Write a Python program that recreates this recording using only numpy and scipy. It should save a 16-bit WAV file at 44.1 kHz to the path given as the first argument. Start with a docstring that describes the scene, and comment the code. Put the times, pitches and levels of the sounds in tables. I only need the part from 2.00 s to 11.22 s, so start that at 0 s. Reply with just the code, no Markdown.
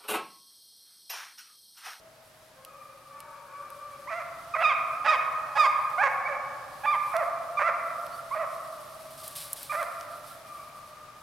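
"""Hounds in a pine wood

Hounds give tongue: yelps leap into a high register, bays break from a squeak into a hoarse low voice,
and others howl far off. Each cry is a harmonic series, roughened by subharmonics, noise and breath, and
filtered by a throat. Sparse decaying impulses are the trunks' echoes. Impulses and hiss are dry leaves,
loudest in crunches as a dog gallops past; noise bursts are cracks, nearly all of them snapping twigs,
a gliding sine is a bird's chip, and shaped noise is the air."""
import sys
import numpy as np
from scipy import signal
from scipy.fft import rfft, irfft, next_fast_len
from scipy.io import wavfile
from scipy.ndimage import uniform_filter1d

SR = 44100
rng = np.random.default_rng(int(sys.argv[2]) if len(sys.argv) > 2 else 0)


def bounce(signal):
    """Save signal as a 16-bit WAV file at the path given by the first command-line argument."""
    frames = np.transpose(np.atleast_2d(signal))
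    limited = np.clip(frames, -1, 1)
    pcm = np.round(limited * 32767).astype(np.int16)
    wavfile.write(sys.argv[1], SR, pcm)


N = 406602
LEAD = SR // 2   # samples of cry that precede the scene
TIME = np.arange(N) / SR   # seconds

# Near yelps. Each row: start in seconds, length in seconds, scoop in Hz, leap in Hz, held pitch in Hz,
# scoop level in relative dB, main level in relative dB, last swell in relative dB,
# brightness in dB per octave, basic hoarseness (0-1), jaw opening (0-1).
YELP_CALLS = [(2.606, .122, 662, 1360, 1215, -25, -18.5, -26, 1.5, 0.21, 0.25),
              (3.047, 0.11, 806.2, 1327, 1235, -23.5, -18, -23.5, 2, 0.94, 0.54),
              (3.556, .112, 811, 1289, 1200, -23, -17, -20.5, 1, 0.37, 0.81),
              (4.838, 0.12, 797, 1203, 1179, -25.5, -21.5, -26.5, -3, 0.11, 0.36)]
# Near bays. Each row: start in seconds, squeak length in seconds, chest note length in seconds,
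# squeak start in Hz, squeak end in Hz, sag in Hz, crest in Hz, end in Hz, crest place in the chest note (0-1),
# squeak level in dB, chest level in dB, crest level in dB, squeak brightness in dB per octave,
# chest brightness in dB per octave, basic hoarseness (0-1), mouth resonance in Hz.
BAY_CALLS = [(2.075, .027, 0.12, 944, 1256, 640, 700, 573, 0.63, -35, -31, -35.5, 3.5, 4, 0.48, 655),
             (2.541, 0.013, 0.056, 1245, 1240, 618, 653.5, 646, 0.76, -22.5, -27, -26.5, -0.5, 0, .8, 2300),
             (3.983, 0.045, 0.05, 689.7, 880.6, 550.7, 556.5, 500, 0.57, -21.5, -19, -22, 0, 4, 0.45, 1750),
             (4.254, 0.025, 0.075, 2216, 2269, 588.6, 559, 541.4, 0.46, -29.5, -30, -32, -4, 1, 0.5, 566),
             (5.124, .014, 0.096, 1282, 1195, 639, 710, 528.4, .55, -30, -23.5, -26.5, -3, -2, 0.5, 670),
             (5.574, .021, .104, 1168, 1205, 572, 689.6, 516, 0.8, -22.5, -23, -23, 2.5, 2, 0.67, 1390),
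             (6.313, 0.036, 0.097, 1024, 1227, 615.8, 679.7, 558.6, 0.54, -27.5, -29.5, -29.5, -7.5, -2, 0.54, 652),
             (7.698, 0.026, 0.11, 1190, 1228, 590, 691, 529, 0.71, -29, -29, -30, 4.5, 0, 0.44, 1460)]
# Far howls. Each row: start in seconds, length in seconds, first pitch in Hz, last pitch in Hz,
# relative level in dB, brightness in dB per octave, hoarseness at the ends (0-1).
HOWL_CALLS = [(-.3, .3, 580, 660, -56, -18, 0.42), (.05, 0.37, 651, 620, -64.5, -27, 0.42),
              (.56, 0.22, 522, 586.5, -51.5, 1.5, .15), (.66, .2, 1264, 1173, -49, 9, 0.15),
              (1.1, 0.29, 580.3, 551.6, -47.5, 6, 0.46), (1.13, 0.18, 878, 949, -48, -5, 0.26),
              (1.48, 0.19, 551, 597.8, -42.5, 5, 0.48), (1.8, 0.152, 595, 566, -45, 5.5, 0.27),
              (7.15, .35, 603.5, 545.4, -52, 3.5, 0.4), (8.43, 0.19, 1211, 1130, -44.5, 4.5, 0.3),
              (8.6, 0.49, 616.5, 600, -50.5, 5.5, 0.48)]
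NEAR_LEFT_DB, NEAR_ECHO_LEFT_DB, FAR_LEFT_DB = -5, -5.5, -0.2   # left minus right


def hounds(yelp_db=0.5, far_db=-9):
    """Direct-to-reverberant ratio: near dogs, to the right, sound directly too; far dogs mostly by echo."""
    near = from_db(yelp_db) * pack(YELP_CALLS, yelp) + pack(BAY_CALLS, bay)
    far = pack(HOWL_CALLS, howl)
    near_echo = wood(near, build_s=.04, early_db=-2, early_s=.1, likeness=.68, lumpy_db=2.5)
    far_echo = wood(far, build_s=0.0059, early_db=-21, early_s=0.038, likeness=0.89, lumpy_db=1.5)
    out = pan(near, NEAR_LEFT_DB) + pan(near_echo, NEAR_ECHO_LEFT_DB)
    out += pan(from_db(far_db) * far + far_echo, FAR_LEFT_DB)
    return out[:, LEAD:]


def pack(calls, rule):
    """Superposition: all cries of one kind are laid out in time and summed."""
    out = np.zeros(LEAD + N + SR)
    for call in calls:
        start, voice = cry(*rule(*call))
        out[LEAD + start:LEAD + start + len(voice)] += voice
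    return out[:LEAD + N]


# Throat with nearly closed jaws. Each row: frequency in Hz, gain in dB.
YELP_FORMANTS = [(300, -44), (420, -8), (560, 2), (850, 4.5), (1200, 2), (1650, 5), (2000, 2), (2400, 0),
                 (2650, -0.5), (2950, -9), (3700, -18), (4200, -33), (4850, -28.5), (5600, -39),
                 (14000, -64)]
# Throat with wide open jaws. Each row: frequency in Hz, gain in dB.
SHRIEK_FORMANTS = [(400, -32), (580, 4), (850, 1), (1200, 2.5), (1650, -3.5), (2000, -8.5), (2500, -12),
                   (2900, -23.5), (3700, -19.5), (4200, -31), (4850, -17), (5600, -29), (14000, -48.5)]
BREAK_S = 0.00304   # half the time a change of register takes, in yelps and bays
CLEAR_HOARSE = .22   # share of the roughness left once the voice clears
# the run-up to the leap: length, pitch ratio, growth, added roughness
SCOOP_S, SCOOP_RISE, SCOOP_SWELL_DB, SCOOP_HOARSE = .018, 1.09, 9.5, 0.38
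LEAP_DIP_DB, SETTLE_S = 8, 0.02375   # the voice is weak just after the leap, then settles
# past the middle the pitch lifts a little and the level drops
WAVER_SHARE, WAVER_RISE, WAVER_LOSS_DB = .67, 1.015, 6.5
# place of the last swell; pitch ratio, loss and roughness at the end
FALL_SHARE, FALL_RATIO, FALL_LOSS_DB, FALL_HOARSE = .84, .81, 4.5, 1


def yelp(s, length, scoop_hz, leap_hz, held_hz, scoop_db, level_db, swell_db, bright_db, hoarse, jaws):
    """Register leap: a scoop jumps high, wavers and falls raggedly, while the jaws set the resonances."""
    leap = s + SCOOP_S + 2 * BREAK_S
    clear = hoarse * CLEAR_HOARSE
    # each row of the course: s, Hz, dB, brightness, hoarseness
    course = [(s, scoop_hz, scoop_db - SCOOP_SWELL_DB, bright_db, hoarse / 2),
              (s + SCOOP_S, scoop_hz * SCOOP_RISE, scoop_db, bright_db, hoarse + SCOOP_HOARSE),
              (leap, leap_hz, level_db - LEAP_DIP_DB, bright_db, hoarse),
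              (leap + SETTLE_S, held_hz, level_db, bright_db, clear),
              (s + WAVER_SHARE * length, held_hz * WAVER_RISE, level_db - WAVER_LOSS_DB, bright_db, hoarse),
              (s + FALL_SHARE * length, held_hz * np.sqrt(FALL_RATIO), swell_db, bright_db, clear),
              (s + length, held_hz * FALL_RATIO, swell_db - FALL_LOSS_DB, bright_db, FALL_HOARSE)]
    hz = np.geomspace(300, 14000, 200)
    jaws = np.clip(jaws, 0, 1)
    throat_db = (1 - jaws) * at_hz(YELP_FORMANTS, hz) + jaws * at_hz(SHRIEK_FORMANTS, hz)
    return sorted(course), np.column_stack([hz, throat_db])


# Throat of a baying dog. Each row: frequency in Hz, gain in dB.
BAY_FORMANTS = [(300, -49), (420, -37), (520, 2), (680, 4), (850, 1.5), (1100, 8.5), (1380, 3), (1700, 0),
                (2050, -1), (2400, -4.5), (2900, -23.5), (3700, -31), (6000, -36.5), (14000, -64)]
# landing in the low register: pitch ratio, loss of level, added roughness
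BREAK_OVERSHOOT, BREAK_LOSS_DB, BREAK_HOARSE = 1.07, 6.5, 0.12
SQUEAK_SWELL_DB, SQUEAK_HOARSE = 5, 0.094   # the squeak grows and stays nearly pure
# places in the chest note of the sag and of clearing; share of the way to the crest on clearing
SAG_SHARE, CLEAR_SHARE, CLEAR_CLIMB = 0.244, .42, 0.655
CLEAR_LOSS_DB = 7.5   # loss of level as the voice clears
DROP_LOSS_DB, DROP_HOARSE = 4.5, 0.62   # the end of a bay
MOUTH_DB, MOUTH_OCTAVES = 4, 0.11   # height and width (standard deviation) of the mouth resonance


def bay(s, squeak_s, chest_s, from_hz, to_hz, sag_hz, crest_hz, end_hz, crest_share,
        squeak_db, level_db, crest_db, squeak_bright_db, bright_db, hoarse, mouth_hz):
    """Register break: a squeak drops to a rough chest note that clears towards a crest and frays at the end."""
    crack, clear = s + squeak_s, hoarse * CLEAR_HOARSE
    clear_hz = sag_hz + CLEAR_CLIMB * (crest_hz - sag_hz)
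    landing_db = level_db - BREAK_LOSS_DB
    # each row of the course: s, Hz, dB, brightness, hoarseness
    course = [(s, from_hz, squeak_db - SQUEAK_SWELL_DB, squeak_bright_db, SQUEAK_HOARSE),
              (crack - BREAK_S, to_hz, squeak_db, squeak_bright_db, SQUEAK_HOARSE),
              (crack + BREAK_S, sag_hz * BREAK_OVERSHOOT, landing_db, bright_db, hoarse + BREAK_HOARSE),
              (crack + SAG_SHARE * chest_s, sag_hz, level_db, bright_db, hoarse),
              (crack + CLEAR_SHARE * chest_s, clear_hz, level_db - CLEAR_LOSS_DB, bright_db, clear),
              (crack + crest_share * chest_s, crest_hz, crest_db, bright_db, clear),
              (crack + chest_s, end_hz, crest_db - DROP_LOSS_DB, bright_db, DROP_HOARSE)]
    hz = np.geomspace(300, 14000, 200)
    mouth = MOUTH_DB * np.exp(-(np.log2(hz / mouth_hz) / MOUTH_OCTAVES) ** 2 / 2)
    return sorted(course), np.column_stack([hz, at_hz(BAY_FORMANTS, hz) + mouth])


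# Throat of a howling dog. Each row: frequency in Hz, gain in dB.
HOWL_FORMANTS = [(420, -4.5), (540, 9), (850, -15.5), (1200, 9), (1620, -5.5), (1850, -25), (2400, -10.5),
                 (2900, -36), (8000, -43)]
HOWL_ARCH = 1.005   # pitch bulge at mid-howl, as a ratio


def howl(s, length, from_hz, to_hz, level_db, bright_db, hoarse):
    """Pitch glide: one slightly arched course at an even level, clearer in the middle."""
    course = [(s, from_hz, level_db, bright_db, hoarse),
              (s + length / 2, HOWL_ARCH * (from_hz + to_hz) / 2, level_db, bright_db, hoarse / 2),
              (s + length, to_hz, level_db, bright_db, hoarse)]
    return course, HOWL_FORMANTS


def cry(rows, throat, jitter=.011, attack=.004, release=0.0078):
    """Source and filter: vocal folds, with subharmonics and irregularity when hoarse, excite a throat."""
    s, hz, level_db, bright_db, hoarse = np.transpose(rows)
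    start = int((s[0] - attack) * SR)
    t = np.arange(start, int((s[-1] + release) * SR)) / SR
    n = len(t)
    hoarse = np.clip(hoarse, 0, 1)
    hz, level_db, bright_db, hoarse = [np.interp(t, s, c) for c in (hz, level_db, bright_db, hoarse)]
    step = 2 * np.pi * hz * (1 + jitter * wander(72.4, n)) / SR
    # cycles vary in twos in the high register, in threes in the low: side lines between the harmonics
    uneven = np.sin(np.cumsum(step / np.where(hz > 1000, 2, 3)) + .7 * wander(30, n))
    phase = np.cumsum(step) + hoarse * (.6 * uneven + .36 * wander(170, n))
    lags = rng.uniform(0, 2 * np.pi, 17)   # the throat delays each harmonic differently
    folds = np.zeros(n)
    for k in range(1, 17):
        audible = k * hz < SR / 3
        folds += from_db(bright_db * np.log2(k)) * np.cos(k * phase + lags[k]) * audible
    folds = folds * (1 + hoarse * (.55 * uneven + .35 * wander(300, n)))
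    # air rushes through while the folds are open
    rush = (.15 + .45 * hoarse) * rng.standard_normal(n) * (1 + np.cos(phase))
    voice = colour(folds + rush * from_db(bright_db), throat)
    voice /= np.sqrt(uniform_filter1d(voice ** 2, size=400) + 1e-12)   # even out, then set the level
    gate = np.interp(t, [t[0], s[0], s[-1], t[-1]], [0, 1, 1, 0])
    return start, voice * gate * from_db(level_db)


# Tone of the wood's echo. Each row: frequency in Hz, gain in dB.
ECHO_TONE = [(300, 3.5), (600, 2.5), (850, 0), (1250, 2), (1700, -3), (2400, -1), (3200, -7.5), (8000, -6)]
# Reverberation time of the wood. Each row: frequency in Hz, time to decay by 60 dB in seconds.
ECHO_DECAY = [(500, 3.16), (1250, 2.39), (2400, 1.14), (4000, 0.83), (10000, 0.16)]


def wood(x, build_s, early_db, early_s, likeness, lumpy_db):
    """Multiple scattering: echoes off trunks grow denser with time and die away, treble first."""
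    t = np.arange(2 * SR) / SR
    echoes_per_s = 500 + 8000 * t
    trunks = rng.standard_normal((2, len(t))) * (rng.random((2, len(t))) < echoes_per_s / SR)
    trunks *= from_db(lumpy_db * np.clip(rng.standard_normal(trunks.shape), -2, 2))
    trunks = rms_one(trunks / np.sqrt(echoes_per_s))
    swell = (1 - np.exp(-t / build_s)) * (1 + from_db(early_db) * np.exp(-t / early_s))
    edges = np.geomspace(300, 12000, 13)
    echo = 0
    for low, high in zip(edges, edges[1:]):
        hz = np.sqrt(low * high)
        band = signal.sosfilt(signal.butter(2, [low, high], "band", fs=SR, output="sos"), trunks)
        band = band * swell * from_db(-60 * t / at_hz(ECHO_DECAY, hz))
        # energy in proportion to bandwidth
        band *= np.sqrt(2 * (high - low) / SR / np.sum(band ** 2, axis=1, keepdims=True))
        echo = echo + from_db(at_hz(ECHO_TONE, hz)) * stereo(*band, likeness)
        trunks = -trunks[::-1]   # neighbouring bands get unrelated echoes
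    return signal.fftconvolve(x[None], echo, axes=1)[:, :len(x)]


# Leaves stirred by the pack. Each row: time in seconds, relative level in dB.
STIRRED_LEAVES = [(0.0, -60.5), (3.82, -53), (4.6, -56.5), (5.1, -49), (5.42, -55), (6.11, -51.5),
                  (8.3, -50.5), (9.22, -58.5)]
# Heavy landings in deep litter. Each row: start in seconds, relative level in dB, decay length in seconds.
HEAVY_LANDINGS = [(7.174, -48.5, 0.048), (7.232, -45, 0.056), (7.352, -38.5, 0.045), (7.402, -42, 0.061),
                  (7.558, -44.5, 0.088), (7.7, -49, 0.12), (8.264, -51.5, 0.058)]
RUSTLE_FLICKER_DB = 1.4   # spread of the rustle's level


def leaves(stir_db=-6.0, paw_db=1.0, rise_s=0.0026):
    """Addition of powers: a loose rustle, and under each paw a crunch that swells quickly and settles."""
    stir_level = np.interp(TIME, *np.transpose(STIRRED_LEAVES)) + stir_db
    stir = from_db(stir_level + RUSTLE_FLICKER_DB * wander(7.2, N))
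    power = stir ** 2
    for s, level_db, length in gallop() + list(HEAVY_LANDINGS):
        age = np.maximum(TIME - s, 0)
        rise = 1 - np.exp(-age / rise_s)
        settle = np.exp(-np.minimum(age / length, 6) ** 2 / 2)
        power += (from_db(level_db + paw_db) * rise * settle) ** 2
    return np.sqrt(power) * crackle(per_s=5000, spread_db=1.0, hiss=0.41)


# the near dog: when it is closest, how close, how fast
PASS_S, PASS_DISTANCE_M, RUN_M_PER_S = 7.43, 1.46, 6.2
RUN_FROM_S, RUN_TO_S, PAWS_PER_S, PAW_SCATTER_S = 6.5, 8.2, 10, 0.011
PAW_DB, PAW_S = -50, 0.053   # an ordinary footfall at the closest point, in relative dB; its decay length


def gallop():
    """Inverse distance law: nearly even footfalls of the dog that runs past grow louder as it nears."""
    s = np.arange(RUN_FROM_S, RUN_TO_S, 1 / PAWS_PER_S)
    s = s + PAW_SCATTER_S * rng.standard_normal(len(s))
    distance = np.hypot(PASS_DISTANCE_M, RUN_M_PER_S * (s - PASS_S))
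    level_db = PAW_DB - 20 * np.log10(distance / PASS_DISTANCE_M)
    return list(zip(s, level_db, np.full(len(s), PAW_S)))


# Spectrum of dry leaves. Each row: frequency in Hz, gain in dB.
LEAF_SPECTRUM = [(200, -70), (900, -18), (2000, -11), (3500, -2), (5000, -2), (6800, -9), (8500, -1),
                 (10500, 0), (13000, -2.5), (15500, -14)]


def crackle(per_s, spread_db, hiss):
    """Shot noise: countless tiny breaks of dry leaf over a hiss, alike in both ears; rms 1."""
    sizes = from_db(spread_db * np.minimum(rng.exponential(1, N), 4))
    breaks = rms_one(sizes * rng.choice([-1, 1], N) * (rng.random(N) < per_s / SR))
    return rms_one(colour(breaks + hiss * rng.standard_normal(N), LEAF_SPECTRUM))


# Short cracks: snapping twigs, save the last row, which is only a faint, dull click.
# Each row: start in seconds, relative peak of the bright band in dB,
# relative strength of the middle band against the bright one in dB.
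CRACK_EVENTS = [(0.649, -41.5, 1), (1.2036, -39.5, -1.5), (1.703, -45.5, -2), (3.9015, -47, -23),
                (5.166, -38, 3.5), (6.066, -47, 4), (7.2793, -33, -14), (7.531, -25.5, -36),
                (7.6302, -33, -9), (7.829, -38, 1), (8.01, -48, 10)]


def cracks(crack_db=8.5, middle_db=-3):
    """Impulsive excitation: a very short bright noise burst with a duller middle and a weak, longer tail."""
    out, t = np.zeros(N), np.arange(SR // 20) / SR
    shape = np.exp(-t / .0014) + from_db(-22) * np.exp(-t / .008)
    top_band = signal.butter(2, [8000, 13500], "band", fs=SR, output="sos")
    middle_band = signal.butter(2, [2600, 6000], "band", fs=SR, output="sos")
    for s, peak_db, strength_db in CRACK_EVENTS:
        burst = rng.standard_normal(len(t)) * shape
        bright, middle = signal.sosfilt(top_band, burst), signal.sosfilt(middle_band, burst)
        crack = bright / np.abs(bright).max()
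        crack += from_db(strength_db + middle_db) * middle / np.abs(middle).max()
        out[int(s * SR):int(s * SR) + len(t)] += from_db(peak_db + crack_db) * crack
    return out


# A small bird's chip. Each row: time in seconds, pitch in Hz, level in dB.
BIRD_CHIP = [(6.12, 4310, -60), (6.14, 4550, -51.5), (6.159, 4630, -58)]


def bird():
    """Frequency modulation: one thin chip is a sine whose pitch rises."""
    s, hz, level_db = np.transpose(BIRD_CHIP)
    phase = 2 * np.pi * np.cumsum(np.interp(TIME, s, hz)) / SR
    return np.interp(TIME, s, from_db(level_db), left=0, right=0) * np.sin(phase)


# Spectrum of still air and a far rumble. Each row: frequency in Hz, gain in dB.
AIR_SPECTRUM = [(20, -13.5), (45, -6), (75, -5), (140, 2.5), (190, -6), (260, -4), (400, -8.5), (800, -1),
                (1600, -5), (3000, -11.5), (5200, -13.5), (6800, -17), (11000, -26), (16000, -28.5)]
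# Likeness of the two ears. Each row: frequency in Hz, left-right correlation.
AIR_CORRELATION = [(60, 0.97), (150, 0.98), (300, 0.53), (1000, 0.58), (5000, 0.35), (10000, 0.53)]
AIR_DB = -56.5   # level before the slow swell


def air():
    """Partly coherent noise: a background alike in both ears in the bass, which slowly swells and eases."""
    mid, side = rfft(rng.standard_normal((2, N)))
    likeness = at_hz(AIR_CORRELATION, np.arange(len(mid)) * SR / N)
    swell_db = np.interp(TIME, [1.5, 2.5, 8, 9.2], [-0.5, 5.0, 4.5, 2.5])
    noise = irfft(stereo(mid, side, likeness), N)
    return from_db(AIR_DB + swell_db) * rms_one(colour(noise, AIR_SPECTRUM))


def from_db(db):
    """Logarithmic level: decibels to amplitude gain."""
    return 10 ** (np.asarray(db) / 20)


def rms_one(x):
    """Normalisation: scale to unit rms."""
    return x / np.sqrt(np.mean(x ** 2) + 1e-20)


def at_hz(points, hz):
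    """Logarithmic pitch: read a table of points on a log-frequency axis."""
    f, value = np.transpose(points)
    return np.interp(np.log(np.maximum(hz, 1)), np.log(f), value)


def colour(x, spectrum):
    """Linear filtering: multiply the spectrum by a smooth gain in dB."""
    n = x.shape[-1]
    size = next_fast_len(n + 2048)
    gain = from_db(at_hz(spectrum, np.arange(size // 2 + 1) * SR / size))
    return irfft(rfft(x, size) * gain, size)[..., :n]


def wander(rate_hz, size):
    """Low-passed noise: smooth chance of spread about 1 that changes at about the given rate."""
    sos = signal.butter(2, min(rate_hz, SR / 4), fs=SR, output="sos")
    return rms_one(signal.sosfilt(sos, rng.standard_normal(size + SR // 4)))[-size:]


def stereo(mid, side, likeness):
    """Interaural correlation: two unrelated signals make a pair with the given correlation."""
    c = np.clip(likeness, -1, 1)
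    return np.sqrt((1 + c) / 2) * mid + np.sqrt((1 - c) / 2) * side * np.array([[1], [-1]])


def pan(x, left_db):
    """Level difference between the ears: positive leans left, negative right."""
    return x * from_db(left_db * np.array([[.5], [-.5]]))


def scene():
    """Superposition: hounds, leaves underfoot, cracks, a bird and the air add up."""
    return hounds() + leaves() + cracks() + bird() + air()


def record(dry):
    """Band limitation: a steep elliptic low-pass removes the top above 15.9 kHz."""
    return signal.sosfilt(signal.ellip(10, .1, 80, 15900, fs=SR, output="sos"), dry)


dry = scene()
out = record(dry)
bounce(out)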